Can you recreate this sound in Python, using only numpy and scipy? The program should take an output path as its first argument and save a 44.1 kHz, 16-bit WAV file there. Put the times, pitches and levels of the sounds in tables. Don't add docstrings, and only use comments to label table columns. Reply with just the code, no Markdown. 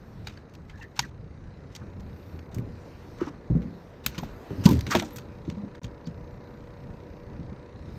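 import sys
import numpy as np
from scipy import signal
from scipy.fft import rfft, irfft, next_fast_len
from scipy.io import wavfile
from scipy.ndimage import uniform_filter1d, map_coordinates

SR = 44100
rng = np.random.default_rng(int(sys.argv[2]) if len(sys.argv) > 2 else 0)


def log_audio(samples):
    frames = np.atleast_2d(samples).T
    limited = np.clip(frames, -1, 1)
    pcm = np.round(limited * 32767).astype(np.int16)
    wavfile.write(sys.argv[1], SR, pcm)


N = 351918

# (centre [Hz], width [Hz], strength [dB])
TACKLE_MODES = [(847, 570, -2), (1460, 335, 6), (2260, 910, -4.5), (3230, 114, 1.5), (3630, 960, -11.5),
                (4700, 380, 0.5), (6100, 1800, -11.5), (6610, 99, 1), (11100, 54, -20), (14100, 120, -18)]


def amp(db):
    return 10 ** (np.asarray(db) / 20)


def unit(x):
    return x / np.sqrt(np.mean(x ** 2) + 1e-20)


def along(points, hz):
    point_hz, values = np.transpose(points)
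    return np.interp(np.log(hz + 1), np.log(point_hz + 1), values)


def curves(rows):
    times, *columns = np.transpose(rows)
    return [np.interp(np.arange(N) / SR, times, column) for column in columns]


def wobble(rate):
    knots = rng.standard_normal(int(N * rate / SR) + 4)
    return map_coordinates(knots, [np.arange(N) * rate / SR])


def filtered(x, response):
    size = next_fast_len(x.shape[-1] + 8192)
    spectrum = rfft(x, size) * response(np.fft.rfftfreq(size, 1 / SR))
    return irfft(spectrum, size)[..., :x.shape[-1]]


def resonant(modes):
    def response(f):
        return sum((-1) ** k * amp(db) * 1j * f * width / (centre * centre - f * f + 1j * f * width)
                   for k, (centre, width, db) in enumerate(modes))
    return response


def rush(spectrum, patchy_db=0.):
    cells = signal.stft(rng.standard_normal(N), nperseg=512)[2]
    field = uniform_filter1d(rng.standard_normal(cells.shape), 6, 0)
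    field = uniform_filter1d(field, 12, 1)
    noise = signal.istft(cells * amp(patchy_db * unit(field)), nperseg=512)[1][:N]
    return unit(filtered(noise, lambda hz: amp(along(spectrum, hz))))


def add(track, s, sound):
    part = track[round(s * SR):][:len(sound)]
    part += sound[:len(part)]


def dying(t, t60, attack):
    return amp(-60 * t / max(t60, .004)) * (1 - np.exp(-t / attack))


def background():
    # (time [s], low rumble [dB], hiss [dB], top treble hiss [dB])
    background_levels = [(0, -46, -67, -71), (.24, -41, -64, -68), (.45, -47.5, -71.5, -80),
                         (.91, -49, -69.5, -74), (1.18, -43, -71, -84), (1.69, -44.5, -66.5, -82),
                         (2.02, -38.5, -67, -66), (2.35, -48.5, -63, -63.5), (2.5, -42, -71, -76),
                         (2.8, -42, -61.5, -70), (3.13, -41.5, -60.5, -65), (3.4, -44.5, -67.5, -76),
                         (3.8, -55.5, -65, -71.5), (4.1, -44.5, -67, -69.5), (4.7, -47, -52.5, -56.5),
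                         (5.27, -49, -64.5, -72.5), (5.87, -43.5, -68.5, -77), (6.5, -43, -67.5, -71),
                         (7.1, -45, -66.5, -71), (7.7, -42.5, -68, -80), (7.98, -40, -60.5, -68)]
    # (time [s], level [dB])
    wash_levels = [(0, -51.5), (1.2, -54), (1.8, -51), (3.3, -49), (4, -50.5), (4.65, -43.5), (5.3, -50),
                   (7.98, -50)]
    # (frequency [Hz], density [dB per Hz])
    rumble_spectrum = [(15, -37.5), (30, -2), (62, -0.5), (84, 5), (105, 1), (135, 1), (220, -4.5),
                       (320, -25), (500, -61.5)]
    wash_spectrum = [(120, -15.5), (260, 0.5), (450, -2), (700, -8.5), (1100, -12), (2000, -17),
                     (2700, -33.5), (4000, -59)]
    hiss_spectrum = [(1200, -48.5), (2400, 3.5), (3400, -4), (4000, 1.5), (6300, -5.5), (7500, -9.5),
                     (10000, -1.5), (11500, -7), (12500, -49.5)]
    top_spectrum = [(10500, -45.5), (11800, 2), (14000, -2.5), (16000, -7)]

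    rumble_db, hiss_db, top_db = curves(background_levels)
    lumps = amp(2.7 * wobble(9) + 1.4 * wobble(2.916))
    rumble = amp(rumble_db) * unit(lumps * rush(rumble_spectrum))
    wash = amp(curves(wash_levels)[0]) * rush(wash_spectrum, patchy_db=1.2)
    hiss = amp(hiss_db) * rush(hiss_spectrum, patchy_db=2.5)
    top = amp(top_db + 1.5 * wobble(5)) * rush(top_spectrum, patchy_db=2.0)
    return rumble + wash + hiss + top


def pump():
    # (time [s], rate [strokes per s])
    stroke_rates = [(0, 30.4), (2.5, 30.47), (4.2, 30.38), (5.5, 30.38), (6.65, 30.23), (7.98, 30.55)]
    # (time [s], knock level [dB], valve tick level [dB])
    pump_levels = [(0, -76, -75.5), (2, -58.5, -68), (4, -56, -70.5), (5.2, -51.5, -66.5),
                   (7.98, -52.5, -66)]
    # (centre [Hz], width [Hz], strength [dB])
    bucket_modes = [(303, 25, -4), (380, 35, -5), (485, 22, 0), (574, 22, -3), (850, 16, -9), (941, 12, -3),
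                    (1001, 12, -4)]
    # (frequency [Hz], density [dB per Hz])
    puff_spectrum = [(900, -16.5), (2000, 7.5), (2700, 0), (3400, -11), (4200, -2.5), (6500, -18.5),
                     (8000, -51)]
    snap_modes = [(2430, 490, -4), (3830, 250, 3.5), (6200, 420, -5.5)]

    turns = .08 + np.cumsum(curves(stroke_rates)[0]) / SR
    knock_db, tick_db = curves(pump_levels)

    def beat(early):
        return np.diff(np.floor(turns + early), prepend=0) * amp(.8 * wobble(25))

    knocks = .8 * beat(.04) + beat(.04 + 3 / 8)
    case = unit(filtered(knocks, resonant(bucket_modes)))
    snap = unit(filtered(beat(.07), resonant(snap_modes)))
    breath = np.exp(1.4 * (np.cos(2 * np.pi * turns) - 1))
    puff = unit(breath * rush(puff_spectrum))
    return amp(knock_db) * case + amp(tick_db) * (0.5 * snap + 0.84 * puff)


def rustle():
    # (time [s], length [s], level [dB], change by the end [dB], bright part relative to body [dB])
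    strokes = [(0.245, 0.17, -56, -11, -9), (0.68, 0.062, -65, -7, -4), (0.773, 0.074, -60.5, 4, -7),
               (0.959, 0.138, -48.5, -9, -8), (1.713, .08, -60, -11, -6), (2.516, 0.079, -57, -12, -6),
               (3.176, 0.12, -57, 4.5, -11), (4.041, 0.28, -47, -17, -9), (4.64, 0.13, -38, -16, 0.5),
               (4.867, 0.16, -51, 17, -1.5), (5.007, 0.18, -51.5, -12, 0), (5.446, 0.13, -62, 0, -23),
               (5.813, 0.044, -69, -4, -4)]
    # (frequency [Hz], density [dB per Hz])
    cloth_spectrum = [(300, -30), (900, 1), (2000, -2), (4300, -1.5), (7000, -5.5), (10000, -42)]
    sheen_spectrum = [(5000, -16), (8000, -2.5), (12700, -5), (16500, -15)]
    swell_s = .008

    level_db, bright_db = np.full(N, -120.), np.zeros(N)
    for s, length, db, change_db, bright in strokes:
        stroke = slice(round(s * SR), round((s + length) * SR))
        level_db[stroke] = np.linspace(db, db + change_db, stroke.stop - stroke.start)
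        bright_db[stroke] = bright
    cloth = rush(cloth_spectrum, patchy_db=2.5)
    body = unit(filtered(cloth, lambda f: 0.58 + resonant(TACKLE_MODES)(f)))
    spikes = unit(amp(2.8 * wobble(180)))
    grains = (body + amp(bright_db) * rush(sheen_spectrum)) * spikes
    return uniform_filter1d(amp(level_db), size=round(swell_s * SR)) * grains


def short_bands():
    # (time [s], strength [dB], centre [Hz], width before narrowing [Hz], time scale [s])
    noise_bands = [(0.258, -37.5, 3800, 200, 0.041), (0.371, -33, 4450, 200, 0.009),
                   (0.366, -37.5, 1670, 300, 0.025), (.715, -41, 1680, 120, 0.08),
                   (0.78, -41, 885, 100, 0.045), (0.808, -30, 1850, 220, 0.053),
                   (.807, -39.5, 2730, 250, 0.038), (0.989, -13, 930, 139, 0.015),
                   (0.996, -36, 13200, 150, .038), (1.019, -32, 1870, 148, 0.036),
                   (1.034, -32.5, 1584, 150, 0.032), (1.81, -36.5, 1300, 500, .03),
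                   (3.19, -29, 1220, 760, 0.08), (3.265, -27, 830, 740, 0.035),
                   (4.176, -28.5, 1053, 149, 0.036), (4.19, -43, 13500, 150, 0.078),
                   (4.23, -21, 610, 400, 0.0086), (4.653, -15.5, 967, 200, 0.065),
                   (4.656, -13.5, 86.3, 35, 0.21), (4.66, -22, 496, 400, 0.027),
                   (4.902, -12.5, 1390, 900, 0.051), (4.943, -8.5, 664, 500, 0.028),
                   (5.018, -20.5, 680, 500, 0.028), (5.12, -37, 12830, 200, 0.052),
                   (5.651, -24, 208, 60, 0.028), (6.053, -42.5, 4620, 600, 0.025)]

    out = np.zeros(N)
    for s, db, hz, width, length in noise_bands:
        u = np.arange(SR // 4) / SR / length
        noise = rng.standard_normal(len(u))
        band = filtered(noise, lambda f: resonant([(hz, width, 0)])(f) ** 2)
        add(out, s, amp(db) * unit(band) * u * np.exp(-3.2 * u ** 2))
    return out


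def thumps():
    # (time [s], panel strength [dB], panel pitch [Hz], boom t60 [s], boom relative to panel [dB])
    blows = [(0.989, -33.5, 131.6, 0.41, -8), (1.305, -31, 73, 0.22, -11), (1.81, -37.5, 116.6, 0.51, -4.5),
             (2.334, -28.5, 83.3, 0.58, -12.5), (2.565, -21, 119, 0.34, -8), (2.657, -31, 86.1, 0.43, -9),
             (3.215, -13, 352, 0.076, -11.5), (3.272, -27, 290, 0.17, -7), (3.501, -9, 146, 0.055, -4),
             (3.518, -12.5, 131, 0.19, -20), (3.552, -9.5, 165.6, 0.2, -10.5),
             (3.598, -31, 174.4, 0.88, -5.5), (4.058, -32, 137, 0.19, -2.5), (4.18, -21.5, 175, 0.09, -7),
             (4.222, -34, 190, 0.19, 3), (4.506, -26, 393, 0.17, 1), (4.577, -24.5, 98, 0.42, -6),
             (4.656, -2, 172, 0.085, -4.5), (4.685, -15, 127, 0.1, 0), (4.709, -10, 127, 0.16, -4),
             (4.734, -19, 127, 0.16, -9.5), (4.758, -23.5, 125.3, 0.54, -11.5),
             (4.864, -27.5, 123, 0.39, -3), (4.95, -13.5, 351, 0.18, -4), (5.024, -31.5, 303, 0.32, -6.5),
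             (5.478, -22, 180, 0.12, -1), (5.52, -30, 172, 0.25, -16), (5.569, -29.5, 204, 0.51, -13.5),
             (5.633, -29.5, 205, 0.08, 3), (5.84, -27.5, 115, 0.17, -8.5), (6.07, -28, 171, 0.23, -6),
             (7.393, -28.5, 168, 0.2, -8), (7.519, -27.5, 200, 0.087, -7)]
    # (time [s], strength [dB])
    heaves = [(.989, -38.5), (1.598, -44), (2.565, -42), (3.5, -18.5), (3.552, -38), (4.059, -35),
              (4.18, -44), (4.657, -39), (5.024, -50), (5.842, -34), (7.519, -43), (7.9, -42)]
    # (frequency [Hz], density [dB per Hz])
    hull_spectrum = [(45, -50), (80, -1), (135, -0.5), (230, 2), (350, -8), (550, -18.5), (900, -44.5),
                     (2000, -60)]
    low_cut_hz = 55

    out, t = np.zeros(N), np.arange(SR * 2 // 5) / SR
    hull_noise = rush(hull_spectrum)
    for s, db, hz, t60, boom_db in blows:
        panel = np.sin(2 * np.pi * hz * t) * dying(t, 0.71 * t60, 0.0012)
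        boom = hull_noise[round(s * SR):][:len(t)] * dying(t, t60, 0.0028)
        add(out, s, amp(db) * (panel + amp(boom_db) * boom))
    out = filtered(out, lambda f: (1j * f / (low_cut_hz + 1j * f)) ** 2)
    for s, db in heaves:
        add(out, s, amp(db) * np.sin(2 * np.pi * 60 * t) * dying(t, .35, .01))
    return out


def clicks():
    # (time [s],
    # level of the first 5 ms [dB], centre [Hz], share of top treble [dB], share of rattle [dB])
    click_rows = [(0.2707, -32.5, 2580, -22, 1), (0.3735, -54, 4370, -36, -3), (0.495, -60, 4460, -24, -9),
                  (0.5375, -53, 4400, -17, -3), (0.551, -49, 4400, -15, -13), (0.6955, -47, 2310, -45, 8.5),
                  (0.757, -62, 5000, -30, -9), (0.8294, -56, 3640, -40, -4), (0.961, -50.5, 3820, -19, 21),
                  (0.9918, -16.5, 4500, -34, -12.5), (1.025, -61, 6500, -20, -9),
                  (1.7505, -39.5, 5800, -40, -0.5), (1.997, -59, 4650, -18, 4), (2.39, -49, 2170, -29, -15),
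                  (2.545, -38, 6720, -7, 1.5), (2.583, -41, 2600, -3.5, 0), (3.185, -54, 3540, -17, -5),
                  (3.2057, -50, 2800, -24, 15), (3.2718, -63, 2800, -26, -5), (3.502, -59, 700, -40, -4.5),
                  (3.551, -51, 700, -42, 0.5), (3.619, -52, 2180, -23, 3), (4.0624, -12, 3980, -1.5, -8),
                  (4.146, -43, 2510, -17, 6), (4.1796, -33.5, 3650, -15, 7),
                  (4.232, -46.5, 2240, -12, 15.5), (4.504, -44.5, 900, -26, -2),
                  (4.655, -20.5, 4400, -13.5, 0.5), (4.6892, -24.5, 4400, -4.5, 0),
                  (4.71, -29.5, 2850, 0, 2), (4.7314, -34, 4500, -9, -9), (4.751, -47.5, 4740, -21, -15),
                  (4.7694, -42, 4400, -10, -8), (4.7906, -37.5, 4560, -9, -8),
                  (4.808, -31.5, 4470, -7, -32), (4.8661, -33.5, 2500, -24, -1),
                  (4.9074, -28, 5500, -17, 22), (4.921, -29, 2960, -10, 7), (4.951, -19, 2400, -18, 0),
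                  (4.9699, -32, 3730, -22, -20), (4.997, -26.5, 3100, -38, -8),
                  (5.023, -35, 3700, -11, -16), (5.0464, -47.5, 5820, -29, 8), (5.1068, -44, 3330, -1, -8),
                  (5.16, -32.5, 7250, -3.5, 5), (5.1833, -40, 3250, -22, -5), (5.499, -40.5, 4130, -55, -5),
                  (5.75, -49, 2120, -32, 1), (5.832, -48.5, 5640, -32.5, 2), (5.8425, -41, 3930, -39, -5.5),
                  (6.0656, -54.5, 4440, -38, 9)]
    rattle_t60_s = 0.098

    out, t = np.zeros(N), np.arange(SR // 4) / SR
    rattle = unit(amp(4.5 * wobble(250)) * rng.standard_normal(N))
    for s, db, hz, top_db, rattle_db in click_rows:
        crack = rng.standard_normal(len(t)) * dying(t, .012, .0012) * 6
        tail = amp(rattle_db) * rattle[round(s * SR):][:len(t)] * dying(t, rattle_t60_s, 0.0025)
        modes = np.array(TACKLE_MODES) + [0, 0, 1] * rng.normal(0, 1.1, (len(TACKLE_MODES), 1))

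        def response(f):
            octaves = np.abs(np.log2((f + 50) / hz))
            focus = amp(-5.5 * octaves ** 1.18) * (0.29 + resonant(modes)(f))
            return focus + amp(top_db) / (1 + (9000 / (f + 1)) ** 8)

        sound = filtered(crack + tail, response)
        first_rms = np.sqrt(np.mean(sound[:SR // 200] ** 2))
        add(out, s, amp(db) * sound / first_rms)
    return out


def scene():
    deck = background() + pump() + rustle() + short_bands() + thumps() + clicks()
    return np.array([deck, deck])


def record(dry):
    # (frequency [Hz], gain [dB])
    housing_colour = [(20, 1.5), (6500, -2), (8500, -9), (10300, -20.5), (11000, -25), (11700, -15.5),
                      (13000, -6.5), (15600, -19.5), (16300, -38)]
    # (start [s], end [s])
    dip_span = (5.795, 5.8165)
    port_difference = [(400, -81), (1000, -73.0), (6000, -26.5), (10900, -16), (11500, 3.0), (16000, -2.0)]
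    top_hz = 16600

    mid = filtered(dry[0], lambda hz: amp(along(housing_colour, hz)))
    wander = .3 + .95 * unit(wobble(60))
    side = filtered(mid * wander, lambda hz: amp(along(port_difference, hz)))
    t = np.arange(N) / SR
    dipped = (t > dip_span[0]) & (t < dip_span[1])
    gate = uniform_filter1d(np.where(dipped, amp(-37), 1.), size=40)
    return filtered(gate * np.array([mid + side, mid - side]), lambda hz: hz < top_hz)


dry = scene()
out = record(dry)
log_audio(out)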